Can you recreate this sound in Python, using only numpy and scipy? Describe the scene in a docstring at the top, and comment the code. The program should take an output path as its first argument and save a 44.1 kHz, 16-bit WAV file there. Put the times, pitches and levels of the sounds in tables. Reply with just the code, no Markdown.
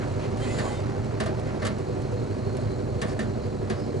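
"""On a gravel lot, in the open bed of a V8 pickup that creeps along at idle, towing a camper trailer.
Periodic firing gives the exhaust its throbbing harmonics and drives the resonances of the body; the
engine churns, its belt hisses and chirps, and grit ticks under the tyres. The hitch scrapes and squeals
by stick-slip friction as it turns, and clanks as it takes up slack: each impact excites the modes of
the steel and booms in the bed. Now and then the bed bumps dully or the exhaust gives a brief low surge."""
import sys
import numpy as np
from scipy import signal
from scipy.fft import rfft, irfft, next_fast_len
from scipy.io import wavfile
from scipy.ndimage import map_coordinates

SR = 44100
rng = np.random.default_rng(int(sys.argv[2]) if len(sys.argv) > 2 else 0)


def to_wav(s):
    """Save 16-bit WAV."""
    ch = np.atleast_2d(s).T  # columns
    pcm = np.round(np.clip(ch, -1, 1) * 32767)  # PCM
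    wavfile.write(sys.argv[1], SR, pcm.astype(np.int16))


N = 176400

# engine cycle rate, two crank turns to a cycle: t/s, f/Hz
CYCLE_RATE = [(0,6.05),(1,6.17),(1.7,5.96),(2.5,6.07),(3.2,6.04),(4,5.87)]
# exhaust harmonics: multiple of the cycle rate, level/dB
EXHAUST_HARMONICS = [(8,-47.5),(11,-49),(12,-52),(14,-52.5),(15,-48.5),(16,-39.5),(17,-53),(18,-37.5),(20,-40.5),(21,-48.5),(23,-43.5),(25,-46.5),(27,-61),(39,-54),(40,-58),(49,-51),(50,-51.5),(59,-45.5),(99,-49.5)]
# hum of the belt-driven parts: f/Hz, level/dB
ACCESSORY_HUM = [(88.5,-51),(103.5,-48),(118.5,-43),(237.5,-51)]
# gain of exhaust and hum: t/s, level/dB
EXHAUST_GAIN = [(0,0.5),(1.4,-0.5),(2.1,-1),(2.5,-1.5),(3,-0.5),(4,-1.5)]
# pulsing tones: multiple of the cycle rate, level/dB, pulses per cycle, peak position/period, swing/dB
BUZZ_TONES = [(35.3,-48,1,.44,4.5),(63.6,-42,2,.95,7.5),(82,-45.5,2,.13,8)]
# their pulsing deepens as the engine settles to idle: t/s, fraction of the full swing
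BUZZ_DEPTH = [(1.3,.5),(2,1)]
# resonances of the truck body: f/Hz, bandwidth/Hz, level/dB
BODY_MODES = [(204.9,10.5,3.5),(248.5,22,-0.5),(298.7,11.6,0.5),(348,23,-4),(387.5,17,-6.5),(405.3,6.8,5.5),(486,25,-4),(623,38,-6),(659,36,-7.5),(736,69,-11)]
# engine noise spectrum: f/Hz, relative density/dB
CHURN_SPECTRUM = [(15,-42),(28,-24),(48,-16),(75,-9.5),(108,-9),(150,-10),(180,-13.5),(260,-12.5),(325,-18.5),(440,-16),(545,-23.5),(667,-26.5),(1360,-34.5),(3490,-49),(4280,-45),(11000,-62)]
# bands of belt hiss: f/Hz, bandwidth/Hz, level/dB
BELT_BANDS = [(4156,490,-6.5),(4550,430,-11.5),(7140,2650,-9.5)]
# gain of the belt hiss: t/s, level/dB
BELT_GAIN = [(0,-53),(1.4,-57),(2,-54.5),(2.75,-54),(3.2,-56),(4,-54.5)]
# belt chirps: t/s, duration/s, level/dB, first f/Hz, last f/Hz
BELT_CHIRPS = [(2.43,0.13,-59,4360,4180),(2.66,0.11,-57.5,4090,4100)]
# gain of the rolling noise: t/s, level/dB
TYRE_GAIN = [(0.0, -41), (0.28, -39), (0.62, -38), (0.8, -38), (1.0, -42), (1.54, -41), (1.86, -43.5),
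             (2.88, -45), (3.16, -42.5), (3.39, -45.5), (3.71, -44), (4.0, -47.5)]
# rolling noise spectrum: f/Hz, relative density/dB
TYRE_SPECTRUM = [(150,-4),(600,4),(1100,-2.5),(2200,-9.5),(3500,-18.5),(6000,-18.5),(11000,-35)]
# brief rubs: centre t/s, half duration/s, level/dB, f/Hz, bandwidth/Hz
RUB_EVENTS = [(0.029,0.029,-43,1440,1180),(0.243,0.028,-45.5,2180,1800),(.5,0.091,-51,2700,1500),(.52,.1,-52,7200,1300),(0.557,0.1,-57,4700,1200),(0.658,0.031,-41,930,450),(.67,0.045,-52,7000,1300),(1.497,0.02,-45.5,1880,1180),(3.108,.03,-52,5000,1500),(3.443,0.021,-55,4650,500),(3.817,0.088,-57,5100,800)]
# hitch scrapes: t/s, duration/s, level/dB, attack/s, release/s
SCRAPE_EVENTS = [(0.34,0.5,-44,0.089,0.14),(1.28,0.054,-59,0.017,0.065),(3.042,0.11,-48.5,0.054,0.035),(3.21,0.05,-48,0.014,0.028)]
# spectrum of sliding steel: f/Hz, relative density/dB
SCRAPE_SPECTRUM = [(500,10.5),(1000,0),(2200,-3),(2900,-5.5),(4200,-0.5),(5700,-14),(7200,-2.5),(8200,-6.5),(11000,-14.5)]
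# stones snapping under the tyres: t/s, level/dB
STONE_SNAPS = [(0.372,-43.5),(1.045,-46.5),(1.237,-42),(1.396,-43.5),(1.784,-46),(2.019,-46),(2.568,-39),(2.598,-52),(3.456,-53),(3.941,-51)]
# spectrum of a hard impact, stone or steel: f/Hz, relative density/dB
CRACK_SPECTRUM = [(500,-13),(2000,5.5),(4500,-1),(8000,0),(11000,-7)]
# squeals of the sliding hitch: t/s, duration/s, level/dB, first f/Hz, last f/Hz
HITCH_SQUEALS = [(0.407,0.05,-47,3220,3110),(0.408,.2,-48,2000,2040),(0.44,0.13,-52,2520,2610),(0.417,0.11,-56,4080,3950),(0.446,0.256,-58,7090,7080),(0.62,0.072,-47,1052,1107),(0.635,0.113,-42.5,840,820),(0.638,0.162,-54,2007,2070),(0.65,0.142,-53,3190,3060),(0.714,0.098,-57,3670,3600),(1.295,0.066,-43.5,772,882),(3.066,.028,-61,9230,9200)]
# hitch impacts: t/s, ring and clatter level/dB, crack level/dB, boom level/dB, tongue level/dB
HITCH_IMPACTS = [(0.585,-32,-32,-28.5,-46),(1.200,-31,-30,-28,-32.5),(1.259,-37,-37.5,-35,-32),(1.619,-34,-54,-36.5,-37.5),(1.649,-32,-30.5,-31,-31.5),(1.666,-36.5,-29.5,-46,-40),(3.015,-32,-30,-28.5,-49),(3.081,-47,-47,-54,-47),(3.112,-52,-52,-50,-51),(3.190,-33.5,-35.5,-28.5,-52),(3.698,-34,-34.5,-29.5,-42)]
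# modes of the hitch and frame: f/Hz, level/dB, T60/s
HITCH_MODES = [(610.7,0.5,0.4),(693,0.5,0.23),(1123,-6.5,0.29),(1353,-7,0.12),(1562,-1.5,0.2),(1647,2.5,0.1),(1800,6,0.15),(2002,-0.5,0.15),(2104,-7,0.18),(2514,-11.5,0.19),(2860,-4.5,0.15),(3410,-10,0.14),(3760,-12,.17),(4150,-12,.14),(4670,-4.5,0.14)]
# panel clatter spectrum: f/Hz, relative density/dB
CLATTER_SPECTRUM = [(150,-17),(400,13.5),(650,7),(900,-3),(1150,4.5),(1400,3),(1800,0.5),(2700,-4),(4500,-2.5),(6000,-9),(11000,-21.5)]
# decay of the clatter: f/Hz, T60/s
CLATTER_DECAY = [(300,0.31),(1800,0.32),(5000,0.18),(10000,0.22)]
# resonances of the hollow trailer tongue: f/Hz, bandwidth/Hz, level/dB
TONGUE_MODES = [(626,18,6.5),(790,41,-4),(1142,41,-7),(1280,88,-10.5)]
# dull bed bumps and brief low exhaust surges (the rows near 115 Hz): t/s, level/dB, f/Hz, T60/s
BUMPS_AND_SURGES = [(0.636,-36,624,0.07),(0.790,-28,587,0.065),(0.969,-30.5,503,0.086),(1.262,-26.5,620,0.12),(1.292,-23.5,371,0.074),(1.449,-35,115,0.1),(1.462,-27,514,0.059),(1.69,-32,645,.08),(2.125,-32,489,0.18),(2.361,-39,575,0.06),(2.586,-30,613,0.054),(2.661,-23.5,113,.15),(2.955,-34,487.5,0.25),(3.452,-32,487,0.13),(3.597,-22,116,0.094),(3.703,-32,700,0.053),(3.894,-39,586,0.054),(3.942,-21,416,0.049)]
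# likeness of the sound at the two microphone ports: f/Hz, squared coherence
PORT_COHERENCE = [(60,0.92),(250,1),(500,0.69),(1000,0.59),(2000,0.18),(4000,0.6),(10000,0.51)]
# level difference between the ports: f/Hz, left minus right/dB
PORT_BALANCE = [(60, -2), (140, -2.5), (340, -2.5), (790, -1.5), (1880, -1.5), (4450, -1.5), (10500, -1)]
# phase difference between the ports: f/Hz, lead of the left/rad
PORT_PHASE = [(0, 1), (260, -1.21), (600, -1.57), (3790, -0.54), (10700, 0.35)]


def amp(db):
    """Amplitude ratio of a level in decibels."""
    return 10 ** (np.asarray(db) / 20)


def unit(x):
    """Normalisation to rms 1."""
    return x / np.sqrt(np.mean(x ** 2) + 1e-20)


def along(points, hz):
    """Interpolation of (f/Hz, value) rows on a logarithmic frequency axis."""
    f, values = np.transpose(points)
    return np.interp(np.log(hz + 1), np.log(f + 1), values)


def clock(size=N):
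    """Sample times in seconds."""
    return np.arange(size) / SR


def curve(rows):
    """Linear interpolation of (t/s, value) rows at every sample."""
    return np.interp(clock(), *np.transpose(rows))


def wobble(rate, size=N):
    """Smooth random modulation: a spline through `rate` Gaussian knots a second."""
    knots = rng.standard_normal(4096)
    coarse = np.arange(0, size + 32, 32)
    spline = map_coordinates(knots, [coarse * rate / SR], mode="mirror")
    return np.interp(np.arange(size), coarse, spline)


def filtered(x, response):
    """Linear filtering: the spectrum of x times a frequency response."""
    n = x.shape[-1]
    padded = next_fast_len(n + 8192)
    return irfft(rfft(x, padded) * response(np.fft.rfftfreq(padded, 1 / SR)), padded)[..., :n]


def white(size=N):
    """Two uncorrelated white noises: row 0 is the direct field, row 1 the scattered field."""
    return rng.standard_normal((2, size))


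def coloured(x, spectrum):
    """Spectral shaping by (f/Hz, level/dB) rows, at rms 1."""
    return unit(filtered(x, lambda hz: amp(along(spectrum, hz))))


def resonate(x, modes):
    """Forced response of damped resonators of alternating polarity, at rms 1."""
    return unit(filtered(x, lambda f: sum(
        (-1) ** k * amp(db) * 1j * f * width / (hz * hz - f * f + 1j * f * width)
        for k, (hz, width, db) in enumerate(modes))))


def noise_band(hz, width):
    """Band-limited noise: two passes through one resonator steepen its skirts."""
    band = [(hz, width, 0)]
    return resonate(resonate(white(), band), band)


def tone(cycles, drift, rate):
    """Phase modulation: a sine of rms 1 wanders at random by about `drift` radians."""
    return np.sqrt(2) * np.sin(2 * np.pi * (cycles + rng.random()) + drift * wobble(rate, len(cycles)))


def struck(t, attack, t60):
    """Envelope of a damped vibration: a quick rise, then a fall of 60 dB in t60 seconds."""
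    return (1 - np.exp(-t / attack)) * amp(-60 * t / t60)


def add(out, start, x):
    """Superposition of x on out from `start` seconds."""
    part = out[:, round(start * SR):][:, :x.shape[-1]]
    part += x[..., :part.shape[1]]


def exhaust_and_hum(cycles):
    """Periodic firing makes a harmonic series; it lopes once a cycle, with the belt-driven parts' hum."""
    lines = np.zeros(N)
    for k, db in EXHAUST_HARMONICS:
        gain = amp(db + 0.43 * wobble(4.73))
        # dispersion: the pipe delays higher harmonics more, so the note wavers instead of thumping
        phase = 2 * np.pi * k * cycles - np.pi * k * k / 8 + 0.2 * wobble(5)
        lines += gain * np.sqrt(2) * np.sin(phase)
    hum = sum(amp(db) * tone(hz * clock(), drift=0.12, rate=2.74) for hz, db in ACCESSORY_HUM)
    lope_db = np.cos(2 * np.pi * cycles - 0.3)
    return (lines + hum) * amp(curve(EXHAUST_GAIN) + lope_db)


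def buzzes(cycles):
    """Amplitude modulation: each tone swells and fades once a crank turn or once a cycle."""
    out = np.zeros(N)
    for multiple, db, pulses, peak, swing_db in BUZZ_TONES:
        pulse_db = swing_db * curve(BUZZ_DEPTH) * np.cos(2 * np.pi * (pulses * cycles - peak))
        envelope = amp(pulse_db + 1.4 * wobble(9))
        out += amp(db) * unit(envelope * tone(multiple * cycles, drift=0.78, rate=14))
    return out


def firings(cycles, cylinder_db=2, scatter_db=2.5):
    """An impulse train, eight to a cycle, uneven between cylinders and from one firing to the next."""
    at = np.flatnonzero(np.diff(np.floor(8 * cycles)))
    imbalance_db = cylinder_db * np.resize(rng.standard_normal(8), len(at))
    impulses = np.zeros((2, N))
    impulses[:, at] = amp(imbalance_db + scatter_db * white(len(at)))
    return impulses


def engine(cycles):
    """Forced vibration: firings and throbbing noise drive the body, beside churn and engine tones."""
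    tones = exhaust_and_hum(cycles) + buzzes(cycles)
    crank = 2 * np.pi * 2 * cycles
    throb = amp(1.5 * np.cos(crank + 0.5) + 0.9 * np.cos(2 * crank + 0.4) + 0.9 * np.cos(6.5 * crank))
    body = amp(-47) * resonate(firings(cycles), BODY_MODES)
    body += amp(-41.5) * resonate(throb * white(), BODY_MODES)
    churn = amp(-35.5 + 0.47 * wobble(9.3)) * throb * coloured(white(), CHURN_SPECTRUM)
    direct_only = np.array([[1], [0]])
    return tones * direct_only + body + churn


def belt_hiss(cycles):
    """Bands of friction noise, amplitude-modulated at the firing rate."""
    flutter = amp(2.5 * np.cos(2 * np.pi * 8 * cycles))
    bands = sum(amp(db + 2 * wobble(55)) * noise_band(hz, width) for hz, width, db in BELT_BANDS)
    return amp(curve(BELT_GAIN)) * flutter * bands


def tyres():
    """Rolling contact on grit: broadband noise made grainy by fast random modulation."""
    grit = unit(white() * amp(1.86 * wobble(260)))
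    return amp(curve(TYRE_GAIN) - 1.5 + 0.79 * wobble(17)) * coloured(grit, TYRE_SPECTRUM)


def rubs():
    """Brief sliding friction: bands of noise under Gaussian envelopes."""
    return sum(amp(db) * np.exp(-((clock() - centre) / half) ** 2) * noise_band(hz, width)
               for centre, half, db, hz, width in RUB_EVENTS)


def scrapes():
    """Sliding friction of steel on steel in the hitch: a grainy hiss that ramps up and down."""
    t, envelope = clock(), np.zeros(N)
    for start, length, db, attack, release in SCRAPE_EVENTS:
        ramps = np.minimum((t - start) / attack, (start + length - t) / release)
        envelope += amp(db) * np.clip(ramps, 0, 1)
    grain = amp(1.5 + wobble(160))
    return envelope * grain * coloured(white(), SCRAPE_SPECTRUM)


def stones():
    """Impulsive sources: each stone snaps under a tyre in a short broadband burst."""
    out, t = np.zeros((2, N)), clock(SR // 8)
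    envelope = struck(t, attack=0.00021, t60=0.046)
    for start, db in STONE_SNAPS:
        add(out, start, amp(db) * envelope * coloured(white(len(t)), CRACK_SPECTRUM))
    return out


def squeals(events, waver=0.01, flutter_db=2.6):
    """Stick-slip oscillation: tones in the direct field swell, waver, glide a little and die away."""
    out = np.zeros((2, N))
    for start, length, db, first_hz, last_hz in events:
        size = int(length * SR)
        progress = np.linspace(0, 1, size)
        hz = (first_hz + (last_hz - first_hz) * progress) * (1 + waver * wobble(60.5, size))
        swell = np.sqrt(abs(np.sin(np.pi * progress))) * amp(db + flutter_db * wobble(68, size))
        add(out[:1], start, swell * tone(np.cumsum(hz) / SR, drift=1.05, rate=150))
    return out


def hitch_ring(t, attack, spread_db=3):
    """Free vibration of the hitch and frame: damped modes, each excited with random strength."""
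    return sum(amp(db + rng.normal(0, spread_db)) * struck(t, attack, t60)
               * tone(hz * t, drift=0.96, rate=155) for hz, db, t60 in HITCH_MODES)


def panel_clatter(t, attack):
    """Frequency-dependent damping: each band of the panels' noise decays at its own rate."""
    hz, age, bands = signal.stft(coloured(white(len(t)), CLATTER_SPECTRUM), SR, nperseg=256)
    decay = amp(-60 * age / along(CLATTER_DECAY, hz)[:, None])
    _, clatter = signal.istft(bands * decay, SR, nperseg=256)
    return clatter[:, :len(t)] * (1 - np.exp(-t / attack))


def clanks(attack=0.0039, boom_hz=213.8):
    """Impact excitation: each blow cracks, rings hitch and tongue, rattles panels and booms in the bed."""
    out, t = np.zeros((2, N)), clock(SR // 2)
    for start, db, crack_db, boom_db, tongue_db in HITCH_IMPACTS:
        ring = amp(-3.5) / 2 * np.array([hitch_ring(t, attack) for field in range(2)])
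        clatter = panel_clatter(t, attack)
        boom = amp(boom_db) * struck(t, attack=0.0064, t60=0.32) * tone(boom_hz * t, drift=0.16, rate=51)
        crack = amp(crack_db) * struck(t, attack=0.0017, t60=0.061)
        crack = crack * coloured(white(len(t)), CRACK_SPECTRUM)
        tongue = amp(tongue_db) * struck(t, attack, t60=0.2) * resonate(white(len(t)), TONGUE_MODES)
        add(out, start, amp(db) * (ring + clatter) + boom + crack + tongue)
    return out


def bumps_and_surges():
    """Damped oscillation: one decaying tone for each dull bed bump or brief low surge of the exhaust."""
    out, t = np.zeros((2, N)), clock(SR // 5)
    for start, db, hz, t60 in BUMPS_AND_SURGES:
        add(out, start, amp(db) * struck(t, attack=0.002, t60=t60) * tone(hz * t, drift=0.25, rate=190))
    return out


def bed_walls(x, reflection_db=-14, latest_s=0.017, corner_hz=1190):
    """Interference: eight early reflections from the steel walls of the bed comb-filter the treble."""
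    delays = latest_s * rng.uniform(0.15, 1, 8)

    def response(hz):
        echoes = sum((-1) ** k * np.exp(-2j * np.pi * hz * delay) for k, delay in enumerate(delays))
        high_pass = hz ** 2 / (hz ** 2 + corner_hz ** 2)
        return 1 + amp(reflection_db) * high_pass * echoes / np.sqrt(len(delays))
    return filtered(x, response)


def microphone_ports(fields):
    """Partial coherence: direct and scattered sound reach two ports with different level and phase."""
    def shares(hz):
        angle = np.arccos(np.sqrt(np.clip(along(PORT_COHERENCE, hz), 0, 1))) / 2
        return np.array([np.cos(angle), np.sin(angle)])

    def response(hz):
        left = amp(along(PORT_BALANCE, hz) / 2) * np.exp(1j * along(PORT_PHASE, hz) / 2)
        right = 1 / left
        return np.array([left, right]) / np.maximum(abs(left + right) / 2, 0.5)
    direct, scattered = filtered(fields, shares)
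    return filtered(np.array([direct + scattered, direct - scattered]), response)


def scene():
    """Superposition of all sources as they arrive in the truck bed."""
    cycles = np.cumsum(curve(CYCLE_RATE)) / SR
    motor = engine(cycles) + belt_hiss(cycles) + squeals(BELT_CHIRPS)
    gravel = tyres() + stones()
    friction = scrapes() + squeals(HITCH_SQUEALS) + rubs()
    return microphone_ports(bed_walls(motor + gravel + friction) + clanks() + bumps_and_surges())


def record(dry, cutoff_hz=11150):
    """Band limiting: an ideal low-pass filter removes everything above the cutoff."""
    return filtered(dry, lambda hz: hz < cutoff_hz)


dry = scene()
out = record(dry)
to_wav(out)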